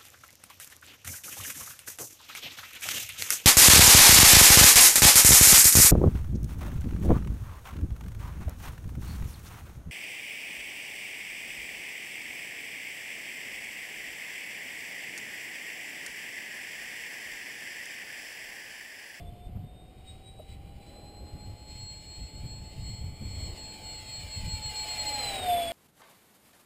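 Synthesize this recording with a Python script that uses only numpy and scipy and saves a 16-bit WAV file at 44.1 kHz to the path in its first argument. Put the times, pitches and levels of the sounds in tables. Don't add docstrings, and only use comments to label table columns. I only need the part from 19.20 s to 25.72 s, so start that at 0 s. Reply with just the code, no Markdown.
import sys
import numpy as np
from scipy import signal
from scipy.fft import rfft, irfft
from scipy.io import wavfile
from scipy.ndimage import uniform_filter1d

SR = 44100
rng = np.random.default_rng(int(sys.argv[2]) if len(sys.argv) > 2 else 0)


def log_audio(samples):
    frames = np.atleast_2d(samples).T
    limited = np.clip(frames, -1, 1)
    pcm = np.round(limited * 32767).astype(np.int16)
    wavfile.write(sys.argv[1], SR, pcm)


N = 287532
T = np.arange(N) / SR
SOUND_M_S, JET_M_S = 343, 46.4
MACH = JET_M_S / SOUND_M_S

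# time in seconds, gain of the whine in dB, gain of the rush in dB.
AIR_FADES = [(.12, -10, -1), (.4, -25, -5.5), (.54, -17, -8), (.61, -5.5, -5.5), (.79, -15, -1.5),
             (.91, 0, 2.5), (.98, -11.5, 0.5), (1.17, -5.5, -4.5), (1.26, -7.5, -2), (1.32, -2, 4),
             (1.39, -23, -2.5), (1.6, -15, 0), (1.67, -3.5, -1), (1.95, -1, -6), (2.27, 1.5, -1.5),
             (2.44, -3, -1), (2.52, 6.5, 3.5), (2.95, 5, 0), (3.1, -1, 0), (3.46, -0.5, -3),
             (3.66, 4.5, 1.5), (3.94, -11, -5), (4.08, -0.5, 0.5), (4.23, 1.5, 2.5), (4.35, 0, 0.5),
             (5.75, 0.5, 0), (6.2, -3.5, -.5), (6.52, 0.5, 0)]


def undb(db):
    return 10 ** (np.asarray(db) / 20)


def curves(table):
    times, *columns = np.transpose(table)
    return [np.interp(T, times, column) for column in columns]


def noise(colour, peaks=()):
    hz, db = np.transpose(colour)
    bin_hz = np.maximum(np.fft.rfftfreq(N, 1 / SR), 1)
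    shape_db = np.interp(np.log(bin_hz), np.log(hz), db)
    for centre, width, lift in peaks:
        shape_db += lift / (1 + (2 * (bin_hz - centre) / width) ** 2)
    x = irfft(rfft(rng.standard_normal(N)) * undb(shape_db), N)
    return x / x.std()


def drift(rate):
    span = max(int(SR / rate), 1)
    x = uniform_filter1d(rng.standard_normal(N), span, mode="wrap")
    x = uniform_filter1d(x, span, mode="wrap")
    return x / x.std()


def field():
    # frequency in Hz, relative level in dB.
    colour = [(30, -0.5), (300, 6), (420, 3.5), (780, 2), (900, -9.5), (1050, -9.5), (1600, -16.5),
              (3000, -15), (5800, -27)]
    # time in seconds, level in dB.
    swells = [(0, -52), (.08, -57), (1.55, -59), (1.78, -52.5), (2.25, -54.5), (2.7, -60), (3.3, -55.5),
              (4.05, -57), (4.22, -51.5), (4.7, -53.5), (5, -59), (6.52, -77)]
    return noise(colour) * undb(curves(swells)[0] + 0.48 * drift(6.1))


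def knocks(contact_s=0.0021):
    # start in seconds, gain in dB.
    hits = [(1.189, -44), (1.196, -33.5)]
    # frequency in Hz, relative level in dB, seconds to die away by 60 dB.
    modes = [(494, -7, 0.056), (625, 1.5, 0.052), (705, -11, 0.02), (1250, -14, 0.02)]
    out = np.zeros(N)
    for start, db in hits:
        age = np.maximum(T - start, 0)
        ring = sum(np.sin(2 * np.pi * hz * age) * undb(mode_db - 60 * age / t60)
                   for hz, mode_db, t60 in modes)
        out += undb(db) * ring * (1 - np.exp(-age / contact_s))
    return out


def wind(breeze_db=-49.5, attack_s=0.025, release_s=0.032, thump_s=0.015):
    # start in seconds, length in seconds, level in dB.
    gusts = [(0, 0.15, -42), (0.273, 0.18, -39), (1.3, 0.099, -45.5), (1.477, .1, -47.5),
             (1.987, 0.067, -44), (2.133, 0.2, -42.5), (2.54, 0.1, -45), (2.99, 0.052, -40),
             (3.146, 0.31, -42.5), (3.577, 0.16, -36.5), (3.795, 0.14, -38), (4.016, 0.077, -37),
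             (4.139, 0.19, -39), (4.966, 0.12, -48.5), (5.179, 0.087, -36), (5.321, 0.073, -37.5),
             (5.462, 0.041, -40), (5.95, 0.41, -49)]
    # time in seconds, level in dB.
    thumps = [(0.367, -36), (2.152, -39), (3.248, -33.5), (3.85, -41), (4.032, -33.5), (4.11, -45),
              (5.225, -42), (5.28, -36)]
    # frequency in Hz, relative level in dB.
    rumble_colour = [(10, -6), (25, -5), (50, 0), (90, 2), (130, -6), (200, -13), (300, -24), (500, -46.5),
                     (1500, -82)]
    # frequency in Hz, relative level in dB.
    thump_colour = [(40, -17), (100, 1.5), (200, -11), (300, -23), (500, -31), (1500, -46), (4000, -56)]
    power = undb(breeze_db + 2.0 * drift(28)) ** 2
    for start, length, db in gusts:
        corners = [start - attack_s, start, start + length, start + length + release_s]
        power += (undb(db) * np.interp(T, corners, [0, 1, 1, 0])) ** 2
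    rumble = noise(rumble_colour) * np.sqrt(power) * undb(-0.4 * drift(28))
    thump_envelope = sum(undb(db) * np.exp(-((T - time) / thump_s) ** 2) for time, db in thumps)
    return rumble + noise(thump_colour) * thump_envelope


def flight(closest_s=6.217, closest_m=9.8):
    along = JET_M_S * (T - closest_s) + MACH * closest_m
    squeeze = 1 - MACH ** 2
    distance = (np.sqrt(along ** 2 + squeeze * closest_m ** 2) - MACH * along) / squeeze
    return distance, MACH - along / distance


def over_grass(direct, distance, share, sink_m=0, camera_height_m=1.7, blur_m=235, oversample=4):
    # time in seconds, height in metres.
    heights = [(0, 63), (.9, 59), (2.2, 44), (2.7, 35.5), (3.3, 18.5), (3.72, 12.7), (4.05, 10.3),
               (4.27, 9.8), (4.42, 11), (4.83, 11.2), (5.23, 10.45), (5.53, 9.1), (5.76, 7.45),
               (5.98, 5.75), (6.19, 4.8), (6.33, 4.8), (6.52, 5.6)]
    elevation = curves(heights)[0] / distance
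    lag_s = (2 * camera_height_m * elevation + sink_m) / SOUND_M_S
    strength = 0.97 * (1 - 2.1 * elevation ** 2) * np.exp(-(distance / blur_m) ** 2)
    fine = signal.resample_poly(direct, oversample, 1)
    echo = np.interp((T - lag_s) * SR * oversample, np.arange(len(fine)), fine)
    return direct + np.clip(share * strength, 0, 1) * echo


def exhaust(ahead, level_db=-21.5, ahead_db=-4):
    # frequency in Hz, relative level in dB.
    colour = [(100, -43), (250, -2.5), (380, -6), (520, 0.5), (760, 2), (900, -10), (1050, -13),
              (1800, -10.5), (4000, -29)]
    return noise(colour) * undb(level_db + ahead_db * ahead ** 16 + 0.81 * drift(45))


def airflow(ahead, rush_db=-19.5, rush_ahead_db=6, hiss_db=-30.5, hiss_ahead_db=12):
    # frequency in Hz, relative level in dB.
    rush_colour = [(300, -32), (900, -3.5), (1300, -14), (1750, -7.5), (2100, -6), (2600, -1), (3100, -2.5),
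                   (3600, -4.5), (4400, -3.5), (5800, -7)]
    # centre in Hz, width in Hz, boost in dB.
    resonances = [(2074, 144, 11), (2350, 200, 9), (2983, 320, 7.5), (3230, 150, 3.5)]
    # frequency in Hz, relative level in dB.
    hiss_colour = [(2500, -18), (3600, -5.5), (4100, 1), (4700, -4.5), (5250, 1), (6000, -14.5)]
    whine_fade_db, rush_fade_db = curves(AIR_FADES)
    rush = noise(rush_colour, resonances) * undb(rush_db + rush_ahead_db * ahead)
    hiss = noise(hiss_colour) * undb(hiss_db + hiss_ahead_db * ahead + 0.43 * whine_fade_db)
    return (rush + hiss) * undb(rush_fade_db + 1.01 * drift(36))


def rotor(facing, full_hz=3732, spool_hz_per_s=296, full_s=2.43, ease_s=0.33, wobble=0.00085):
    source_hz = full_hz - spool_hz_per_s * ease_s * np.logaddexp(0, (full_s - T) / ease_s)
    heard_hz = source_hz / (1 - facing * MACH) * (1 + wobble * drift(45))
    return 2 * np.pi * np.cumsum(heard_hz) / SR


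def shaft_hum(blade_phase, blades=5, flutter_db=0.93):
    # time in seconds, source level in dB.
    swells = [(.1, -5), (.55, -14.5), (2.25, -13), (2.8, -17), (4.2, -26), (4.7, -18.5), (5.2, -22),
              (6.03, -16), (6.2, -23), (6.29, -5), (6.52, -11)]
    tone = np.sqrt(2) * np.sin(blade_phase / blades) * (1 + 0.026 * drift(82))
    return tone * undb(curves(swells)[0] + flutter_db * drift(31))


def fan_whine(blade_phase, ahead, distance, level_db=-19, ahead_db=11):
    roughness = 1 + (0.058 + 0.17 * (1 - ahead)) * drift(190)
    flutter_db = (0.93 + 4.5 * (distance / distance.max()) ** 2) * drift(30)
    tone = np.sqrt(2) * np.sin(blade_phase) * roughness
    return tone * undb(level_db + ahead_db * ahead ** 0.75 + curves(AIR_FADES)[0] + flutter_db)


def scene():
    distance, facing = flight()
    ahead = np.maximum(facing, 0)
    blade_phase = rotor(facing)
    jet = over_grass(fan_whine(blade_phase, ahead, distance), distance, share=0.78)
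    jet += over_grass(shaft_hum(blade_phase), distance, share=0.45, sink_m=0.0067)
    jet += over_grass(airflow(ahead) + exhaust(ahead), distance, share=0.68)
    return (jet / distance + wind() + knocks() + field())[None]


def record(dry, edge_hz=5450, camera_rate=12000, hold=4, top_hz=15200):
    dulled = signal.sosfilt(signal.butter(8, edge_hz, fs=SR, output="sos"), dry)
    coarse = signal.resample_poly(dulled, camera_rate, SR, axis=-1)
    held = np.repeat(coarse, hold, axis=-1)
    mirrored = signal.resample_poly(held, SR, camera_rate * hold, axis=-1)[:, :N]
    return signal.sosfilt(signal.ellip(12, 0.1, 80, top_hz, fs=SR, output="sos"), mirrored)


dry = scene()
out = record(dry)
log_audio(out)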